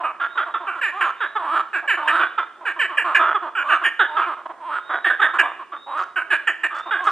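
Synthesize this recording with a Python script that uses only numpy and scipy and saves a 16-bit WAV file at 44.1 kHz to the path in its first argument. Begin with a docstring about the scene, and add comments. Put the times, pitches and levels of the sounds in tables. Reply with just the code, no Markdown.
"""Water frogs call over one another on a weedy pond: bright quacks, harsh croaks, short yelps,
soft grunts and long swelling groans. Each call is a gliding train of larynx pulses that rings the
vocal sacs, with rasp from the throat and sizzle from the taut skin. Now and then a thin whistle rises.
More frogs mutter farther off in a faint hush, the water is stirred a few times near the end,
and the banks answer softly."""
import sys
import numpy as np
from scipy import signal
from scipy.fft import rfft, irfft, next_fast_len
from scipy.io import wavfile
from scipy.ndimage import uniform_filter1d, map_coordinates

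SR = 44100
rng = np.random.default_rng(int(sys.argv[2]) if len(sys.argv) > 2 else 0)


def bounce(signal):
    """Save signal as a 16-bit WAV file at the path given by the first command-line argument."""
    frames = np.transpose(np.atleast_2d(signal))
    limited = np.clip(frames, -1, 1)
    pcm = np.round(limited * 32767).astype(np.int16)
    wavfile.write(sys.argv[1], SR, pcm)


N = 313551


def amp(db):
    """Decibels to gain."""
    return 10 ** (np.asarray(db) / 20)


def unit(x):
    """Scale to rms 1."""
    return x / np.sqrt(np.mean(x ** 2) + 1e-20)


def steady(x):
    """Ride the gain to hold rms 1 over a 20 ms window."""
    return x / np.sqrt(np.abs(uniform_filter1d(x * x, SR // 50)) + 1e-12)


def wobble(rate, n):
    """A smooth random curve of n samples, rate knots a second."""
    return map_coordinates(rng.standard_normal(int(n * rate / SR) + 4), [np.arange(n) * rate / SR])


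def add(track, start_s, sound):
    """Mix a sound into a track."""
    part = track[max(int(start_s * SR), 0):][:len(sound)]
    part += sound[:len(part)]


def stereo(mid, side, side_db):
    """Mid and side to left and right."""
    return np.array([mid + amp(side_db) * side, mid - amp(side_db) * side])


def along(points, hz):
    """Read (Hz, value) points on a log frequency axis."""
    point_hz, values = np.transpose(points)
    return np.interp(np.log(hz + 1), np.log(point_hz + 1), values)


def filtered(x, response):
    """Apply a complex frequency response."""
    n = x.shape[-1]
    size = next_fast_len(n + SR // 20, True)
    return irfft(rfft(x, size) * response(np.fft.rfftfreq(size, 1 / SR)), size)[..., :n]


def eq(x, points, size=4096):
    """Minimum-phase EQ through (Hz, dB) points."""
    grid = np.fft.rfftfreq(size, 1 / SR)
    cepstrum = irfft(np.log(amp(along(points, grid))))
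    cepstrum[1:size // 2] *= 2
    cepstrum[size // 2 + 1:] = 0
    gain = np.exp(rfft(cepstrum))
    return filtered(x, lambda hz: np.interp(hz, grid, gain))


def ring(x, centre_hz, width_hz):
    """One resonance whose centre moves from sample to sample."""
    turn = np.exp(2j * np.pi * np.cumsum(centre_hz) / SR)
    pole = np.exp(-np.pi * width_hz / SR)
    return 2 * np.real(turn * signal.lfilter([1 - pole], [1, -pole], x / turn))


def resonances(x, modes, stretch, scatter):
    """Parallel resonances that bend with stretch and differ a little in each call."""
    chance = rng.standard_normal((len(modes), 2))
    return sum((-1) ** k * amp(db + 2 * trim) * ring(x, hz * stretch * (1 + scatter * detune), width)
               for k, ((hz, width, db), (detune, trim)) in enumerate(zip(modes, chance)))


# Tone of the ambience bed: (frequency [Hz], gain [dB])
AIR_EQ = [(25, -21), (70, -8), (160, 0.5), (400, 14), (1500, -31), (3500, -7.5), (5000, -10.5),
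          (9000, -13.5), (15000, -37)]

def air(level_db, side_db):
    """Faint outdoor hush: a wide bed of dark noise."""
    mid, side = unit(filtered(rng.standard_normal((2, N)), lambda hz: amp(along(AIR_EQ, hz))))
    return amp(level_db) * stereo(mid, side, side_db)


def larynx(pitch, rough):
    """Pulses at the pitch: clean while the cords are taut, uneven and airy as they slacken."""
    n = len(pitch)
    cycles = np.cumsum(pitch) / SR
    slack = rough * np.clip((440 - pitch) / 200, .12, 1)
    beats = np.arange(int(cycles[-1]) + 1) + .3
    jitter, shimmer = rng.standard_normal((len(beats), 2)).T * np.interp(beats, cycles, slack)
    when = np.interp(beats + .14 * jitter, cycles, np.arange(n))
    # windowed sinc clicks can land between samples
    taps = when.astype(int)[:, None] + np.arange(-7, 9)
    offset = taps - when[:, None]
    clicks = np.sinc(offset) * np.cos(np.pi * offset / 16) ** 2 * amp(2.6 * shimmer)[:, None]
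    pulses = np.bincount(np.clip(taps, 0, n - 1).ravel(), clicks.ravel(), n)
    # air rushes through once a cycle, just after the cords open
    rush = rng.standard_normal(n) * np.exp(-3 * ((cycles - beats[0]) % 1))
    return unit(pulses) + .4 * slack * unit(rush)


def off_leaves(x, strength, count=3):
    """Floating leaves and the water throw back early reflections, different for every call."""
    bounces = rng.uniform([.0006, -1], [.005, 1], (count, 2))
    return x + strength * sum(gain * np.pad(x, (int(delay * SR), 0))[:len(x)] for delay, gain in bounces)


# Low body colour shared by all frogs: (frequency [Hz], gain [dB])
BODY_EQ = [(30, -57), (120, -51.5), (230, -23.5), (300, -3.5), (355, 5), (420, -5), (490, -6.5), (650, 3),
           (780, -2.5), (1050, 0), (1750, -5), (2100, -13), (2800, -46.5), (5000, -52)]
# Presence band of the throat rasp: (frequency [Hz], gain [dB])
RASP_EQ = [(300, -50), (1700, -15.5), (2250, -11.5), (3300, -4), (3900, -11.5), (5500, -29.5),
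           (9000, -43.5)]
# Narrow resonances of the taut sac skin: (frequency [Hz], width [Hz], gain [dB])
SKIN_MODES = [(5050, 400, -11.5), (7370, 210, 1), (8330, 61, 6), (9650, 150, -1.5), (11300, 42, 1)]
# Top-end band of the skin sizzle: (frequency [Hz], gain [dB])
SIZZLE_EQ = [(2000, -24), (4500, 6), (11300, 3), (15500, -30)]

def call(length, sac_hz, peak_db, first_hz, crest, *, throat, roughness, swell_db, fade_db, hold, fall,
         rasp_db, sizzle_db, sac_width_hz, coupling, push_bend, drift, attack_s, release_s, waver=0):
    """One call: larynx pulses ring the sacs for body, the throat for rasp and the skin for sizzle."""
    t = np.arange(int((length + 2 * release_s) * SR)) / SR
    progress = t / length
    # the push swells to its crest and fades; both slopes are in dB per call length
    push_db = -swell_db * np.maximum(crest - progress, 0) - fade_db * np.maximum(progress - crest, 0)
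    # the pitch holds for a share of the call, then falls and roughens as the air runs out
    spent = np.maximum(progress - hold, 0) / max(1 - hold, .1)
    rough = np.interp(spent, [0, 1], roughness)
    push_db += 1.5 * rough * wobble(80, len(t))
    wander = .04 * rough * wobble(60, len(t)) + waver * wobble(30, len(t))
    pitch = first_hz * fall ** spent * np.exp(wander)
    source = off_leaves(larynx(pitch, rough), strength=.2 + .35 * rough.mean())
    # the sacs ring higher under a harder push and drift as they fill; one sac drives the other
    sac_bend = push_bend * push_db + drift * (progress - .5) + waver / 2 * wobble(40.4, len(t))
    centre_hz = sac_hz * np.exp(sac_bend)
    first_sac = ring(source, centre_hz, sac_width_hz)
    body = eq(first_sac + coupling * ring(first_sac, centre_hz, sac_width_hz), BODY_EQ)
    # the higher resonances sag with the pitch
    stretch = (pitch / pitch.mean()) ** .12
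    rasp = eq(resonances(source, throat, np.sqrt(stretch), scatter=.02), RASP_EQ)
    sizzle = eq(resonances(source, SKIN_MODES, stretch, scatter=.04), SIZZLE_EQ)
    # tension, in octaves above a middling call, brightens the tone; a soft push dulls it
    cord_tension, skin_tension = np.log2(first_hz / 450), np.log2(sac_hz / 1500)
    dulling_db = .25 * push_db
    rasp_gain = amp(rasp_db + 13.5 * (cord_tension + skin_tension) / 2 + dulling_db)
    sizzle_gain = amp(sizzle_db + 29.5 * skin_tension + dulling_db)
    voice = steady(body) + rasp_gain * steady(rasp) + sizzle_gain * steady(sizzle)
    gate = (1 - np.exp(-t / attack_s)) * np.clip((t[-1] - t) / (2 * release_s), 0, 1) ** 2
    return gate * amp(peak_db + push_db) * voice


def frog(cues, **voice):
    """Play a cue list of calls in one voice."""
    track = np.zeros(N)
    for start_s, *cue in cues:
        add(track, start_s, call(*cue, **voice))
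    return track


# Throat resonances of grunts, groans and far frogs: (frequency [Hz], width [Hz], gain [dB])
GROAN_THROAT = [(2280, 810, 9), (3280, 140, -7.5)]
# Grunt cues: (time [s], length [s], sac resonance [Hz], crest level [dB])
GRUNTS = [(0, 0.044, 1037, -26), (.353, .022, 1250, -28.5), (.46, 0.052, 1174, -29.5),
          (.6, 0.075, 1090, -31), (.752, 0.052, 1356, -30), (1.39, 0.1, 1210, -27.5),
          (1.825, 0.043, 1060, -33.5), (1.97, 0.066, 1245, -24.5), (2.607, .052, 976, -36.5),
          (2.76, 0.038, 1170, -31.5), (2.89, 0.077, 1200, -29.5), (3.042, 0.098, 1306, -21),
          (3.42, 0.074, 1085, -26.5), (3.815, 0.037, 1274, -25), (4.265, 0.081, 1255, -24.5),
          (4.365, 0.054, 1144, -37), (4.455, 0.015, 1090, -25.5), (4.492, 0.031, 1038, -30.5),
          (5.335, 0.042, 1345, -22), (5.59, 0.047, 1190, -32), (6.857, .045, 1134, -29)]

def grunts():
    """Soft low grunts: a nearly even push into well-damped sacs."""
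    return frog(GRUNTS, throat=GROAN_THROAT, roughness=(.4, .65), rasp_db=-17, sizzle_db=-35.5,
                first_hz=361.8, hold=.1, fall=.68,
                crest=.24, swell_db=4, fade_db=4.5, attack_s=.003, release_s=.0029,
                sac_width_hz=305, coupling=.33, push_bend=.039, drift=.16)


# Throat resonances of a quack: (frequency [Hz], width [Hz], gain [dB])
QUACK_THROAT = [(2304, 220, 11), (2925, 216, 4)]
# Quack cues:
# (time [s], length [s], sac resonance [Hz], crest level [dB], start pitch [Hz], crest [share of length])
QUACKS = [(.035, 0.082, 1250, -19.5, 350, 0.24), (.668, 0.097, 1384, -23, 431.7, 0.22),
          (.812, 0.097, 1760, -19, 568, 0.32), (1.008, 0.052, 1646, -14, 502.4, 0.11),
          (1.73, .075, 1590, -20, 452.7, 0.43), (1.875, 0.086, 1740, -16.5, 589, 0.39),
          (2.075, 0.043, 1750, -13.5, 549, 0.28), (2.205, 0.055, 1380, -20.5, 546.7, .3),
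          (2.652, .072, 1618, -21, 511, 0.43), (2.79, 0.076, 1760, -17, 630, 0.38),
          (2.971, .062, 1767, -15, 625, 0.25), (3.145, 0.046, 1716, -11.5, 591, 0.31),
          (3.55, 0.082, 1530, -18.5, 481, 0.55), (3.688, 0.063, 1486, -15, 558, 0.62),
          (3.835, 0.057, 1770, -16, 548, 0.53), (4.21, .07, 1296, -24.5, 568.4, 0.37),
          (5.385, 0.038, 1710, -11.5, 526, 0.37), (6.158, .074, 1523, -18.5, 403.5, 0.29),
          (6.302, .066, 1670, -15, 450, 0.46), (6.471, 0.051, 1775, -14, 490, 0.19),
          (6.633, 0.039, 1807, -16, 472.7, 0.3)]

def quacks():
    """Bright quacks: taut cords dive an octave, with plenty of bite from the throat."""
    return frog(QUACKS, throat=QUACK_THROAT, roughness=(.4, .65), rasp_db=-9.5, sizzle_db=-37,
                hold=.03, fall=.5, swell_db=12.5, fade_db=14.5, attack_s=.0027, release_s=.0031,
                sac_width_hz=185, coupling=.36, push_bend=.00092, drift=.033)


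def far_frogs(level_db, count=70):
    """A loose mutter of distant croaks, rough and soft-edged."""
    cues = [((k + late) * N / SR / count, .08 + .048 * long, 1050 + 500 * sac, level_db, 340 + 120 * high)
            for k, (late, long, sac, high) in enumerate(rng.random((count, 4)))]
    return frog(cues, throat=GROAN_THROAT, roughness=(1, 1), rasp_db=-16, sizzle_db=-37,
                hold=0, fall=.63, crest=1, swell_db=3, fade_db=11.5, attack_s=.063, release_s=.028,
                sac_width_hz=1400, coupling=0, push_bend=0, drift=0)


# Throat resonances of croaks and yelps: (frequency [Hz], width [Hz], gain [dB])
CROAK_THROAT = [(2210, 730, -1.6), (3567, 118, 0.65)]
# Croak cues:
# (time [s], length [s], sac resonance [Hz], crest level [dB], start pitch [Hz], crest [share of length])
CROAKS = [(.198, .075, 1430, -21.5, 407.6, 0.53), (.374, .067, 1420, -15.5, 508.5, .1),
          (.539, .047, 1300, -19, 467.6, 0.14), (1.203, .074, 1517, -20.5, 526.7, 0.29),
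          (2.188, 0.083, 1410, -16, 402.6, 0.32), (2.377, 0.063, 1323, -18, 458.3, .1),
          (3.192, .143, 1310, -14.5, 333.5, 0.25), (3.992, .075, 1490, -13.5, 496.2, .1),
          (4.166, 0.087, 1336, -16.5, 443.5, 0.077), (4.893, .095, 1404, -21.5, 325.5, .55),
          (5.043, 0.064, 1800, -14, 463, 0.38), (5.097, 0.056, 1590, -15, 276.7, 0.12),
          (5.215, .057, 1700, -11.5, 477, 0.28), (5.26, 0.059, 1270, -22, 370.2, 0.11),
          (5.425, .095, 1163, -21.5, 336.6, 0.12), (5.718, .06, 1236, -29.5, 373, 0.36),
          (6.704, 0.11, 1306, -26.5, 402.6, 0.71), (6.908, .102, 1550, -17.5, 492.6, 0.13)]

def croaks():
    """Harsh croaks: the pulses turn gritty as the cords slacken by more than an octave."""
    return frog(CROAKS, throat=CROAK_THROAT, roughness=(.75, 1), rasp_db=-16, sizzle_db=-45,
                hold=.03, fall=.44, swell_db=7.5, fade_db=11.5, attack_s=.0028, release_s=.0027,
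                sac_width_hz=195, coupling=.1, push_bend=.0018, drift=.1)


# Whistle cues: (time [s], length [s], top pitch [Hz], level [dB])
WHISTLES = [(.25, .22, 3790, -54), (1.16, 0.22, 3820, -53.5), (2.02, 0.22, 3760, -50),
            (4.003, 0.14, 3710, -51.5), (4.774, 0.29, 3793, -53.5), (5.722, .27, 3790, -52.5),
            (6.74, 0.22, 3650, -49)]

def whistles(climb_hz=215):
    """A thin, slightly unsteady tone climbs, holds and fades."""
    track = np.zeros(N)
    for start_s, length, top_hz, db in WHISTLES:
        progress = np.linspace(0, 1, int(length * SR))
        hz = np.interp(progress, [0, .5], [top_hz - climb_hz, top_hz]) + 22 * wobble(300, len(progress))
        swell = np.sin(np.pi * progress) * amp(2 * wobble(60, len(progress)))
        tone = np.sin(2 * np.pi * np.cumsum(hz) / SR)
        add(track, start_s, amp(db) * unit(swell * tone))
    return track


# Groan cues: (time [s], length [s], sac resonance [Hz], crest level [dB], start pitch [Hz])
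GROANS = [(.92, 0.19, 1230, -20, 342.2), (1.42, .195, 1210, -17, 319.4), (2.02, .19, 1233, -17, 329),
          (3.635, 0.14, 1247, -16.5, 308.6), (4.075, 0.17, 1150, -22.5, 294.4), (4.6, .2, 1174, -23, 311.7),
          (5.862, .178, 1145, -21, 285.1), (6.99, 0.13, 1220, -20, 337.3)]

def groans():
    """Long wavering groans: the sacs sweep up as they fill, then the pitch drops and turns husky."""
    return frog(GROANS, throat=GROAN_THROAT, roughness=(.35, .85), rasp_db=-13.5, sizzle_db=-30,
                hold=.6, fall=.54, waver=.09,
                crest=.74, swell_db=19, fade_db=19.5, attack_s=.005, release_s=.0035,
                sac_width_hz=216, coupling=.7, push_bend=.0088, drift=.29)


# Yelp cues: (time [s], length [s], sac resonance [Hz], crest level [dB])
YELPS = [(1.352, .036, 1190, -16), (3.342, .038, 1180, -14), (5.192, 0.027, 1350, -16),
         (7.064, 0.032, 1320, -12.5)]

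def yelps():
    """Short yelps: one sharp push at a nearly level pitch."""
    return frog(YELPS, throat=CROAK_THROAT, roughness=(.4, .65), rasp_db=-16, sizzle_db=-39,
                first_hz=429, hold=.3, fall=.84,
                crest=.41, swell_db=16, fade_db=18, attack_s=.0051, release_s=.0023,
                sac_width_hz=270, coupling=.17, push_bend=.002, drift=.045)


# Splash cues: (time [s], length [s], level [dB])
SPLASHES = [(5.975, 0.065, -56.5), (6.746, 0.072, -56.5), (7.041, 0.12, -51.5)]

def splashes(bubbles=140):
    """Stirred water: a spray of tiny bursting bubbles, each a high ping."""
    track = np.zeros(N)
    t = np.arange(SR // 200) / SR
    for start_s, length, db in SPLASHES:
        spray = np.zeros(int(length * SR) + len(t))
        for when, height, strength in rng.random((bubbles, 3)):
            hz = 4000 * 2.1 ** height
            ping = np.sin(2 * np.pi * hz * t) * np.exp(-hz * t / 5)
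            add(spray, length * when, strength ** 3 * ping)
        add(track, start_s, amp(db) * unit(spray))
    return track


# Reverb of the banks: (frequency [Hz], time to fall 60 dB [s])
BANK_DECAY = [(300, 0.69), (1500, 0.5), (3500, 0.7), (10000, 0.36)]

def banks(x, side_db, bloom_s):
    """Reeds and banks scatter a soft tail, a little different at each ear."""
    hz, t, noise = signal.stft(rng.standard_normal((2, SR)), SR, nperseg=256)
    bloom = 1 - np.exp(-t / bloom_s)
    decay = amp(-60 * t / along(BANK_DECAY, hz)[:, None])
    tail = signal.istft(noise * bloom * decay, SR, nperseg=256)[1]
    mid, side = signal.fftconvolve(x[None], tail / np.linalg.norm(tail[0]), axes=1)[:, :N]
    return stereo(mid, side, side_db)


def scene():
    """Near calls and splashes up front, whistles and far frogs wetter behind, all over the hush."""
    near = quacks() + croaks() + yelps() + groans() + grunts() + splashes()
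    faint = whistles() + far_frogs(level_db=-47)
    echo = banks(near + 2 * faint, side_db=-12, bloom_s=.0095)
    return near + faint + amp(-13) * echo + air(level_db=-63, side_db=-1.5)


# Balance between the microphones: (frequency [Hz], left minus right [dB])
MIC_BALANCE = [(300, -2), (1100, -2.5), (1600, -4.5), (2300, -1.5), (2900, 0.5), (4500, -1)]
# Phase between the microphones: (frequency [Hz], left lead [rad])
MIC_PHASE = [(1400, 0.037), (2000, 0.089), (2700, 0.78), (3450, 0.38)]

def record(dry, ceiling=.97, top_hz=15750):
    """Two microphones colour the sound differently; peaks are soft-clipped and the very top is cut."""
    def microphones(hz):
        left_over_right = amp(along(MIC_BALANCE, hz)) * np.exp(1j * along(MIC_PHASE, hz))
        return left_over_right ** np.array([[.5], [-.5]])
    coloured = filtered(dry, microphones)
    rounded = coloured / (1 + np.abs(coloured / ceiling) ** 8) ** (1 / 8)
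    return filtered(rounded, lambda hz: hz < top_hz)


dry = scene()
out = record(dry)
bounce(out)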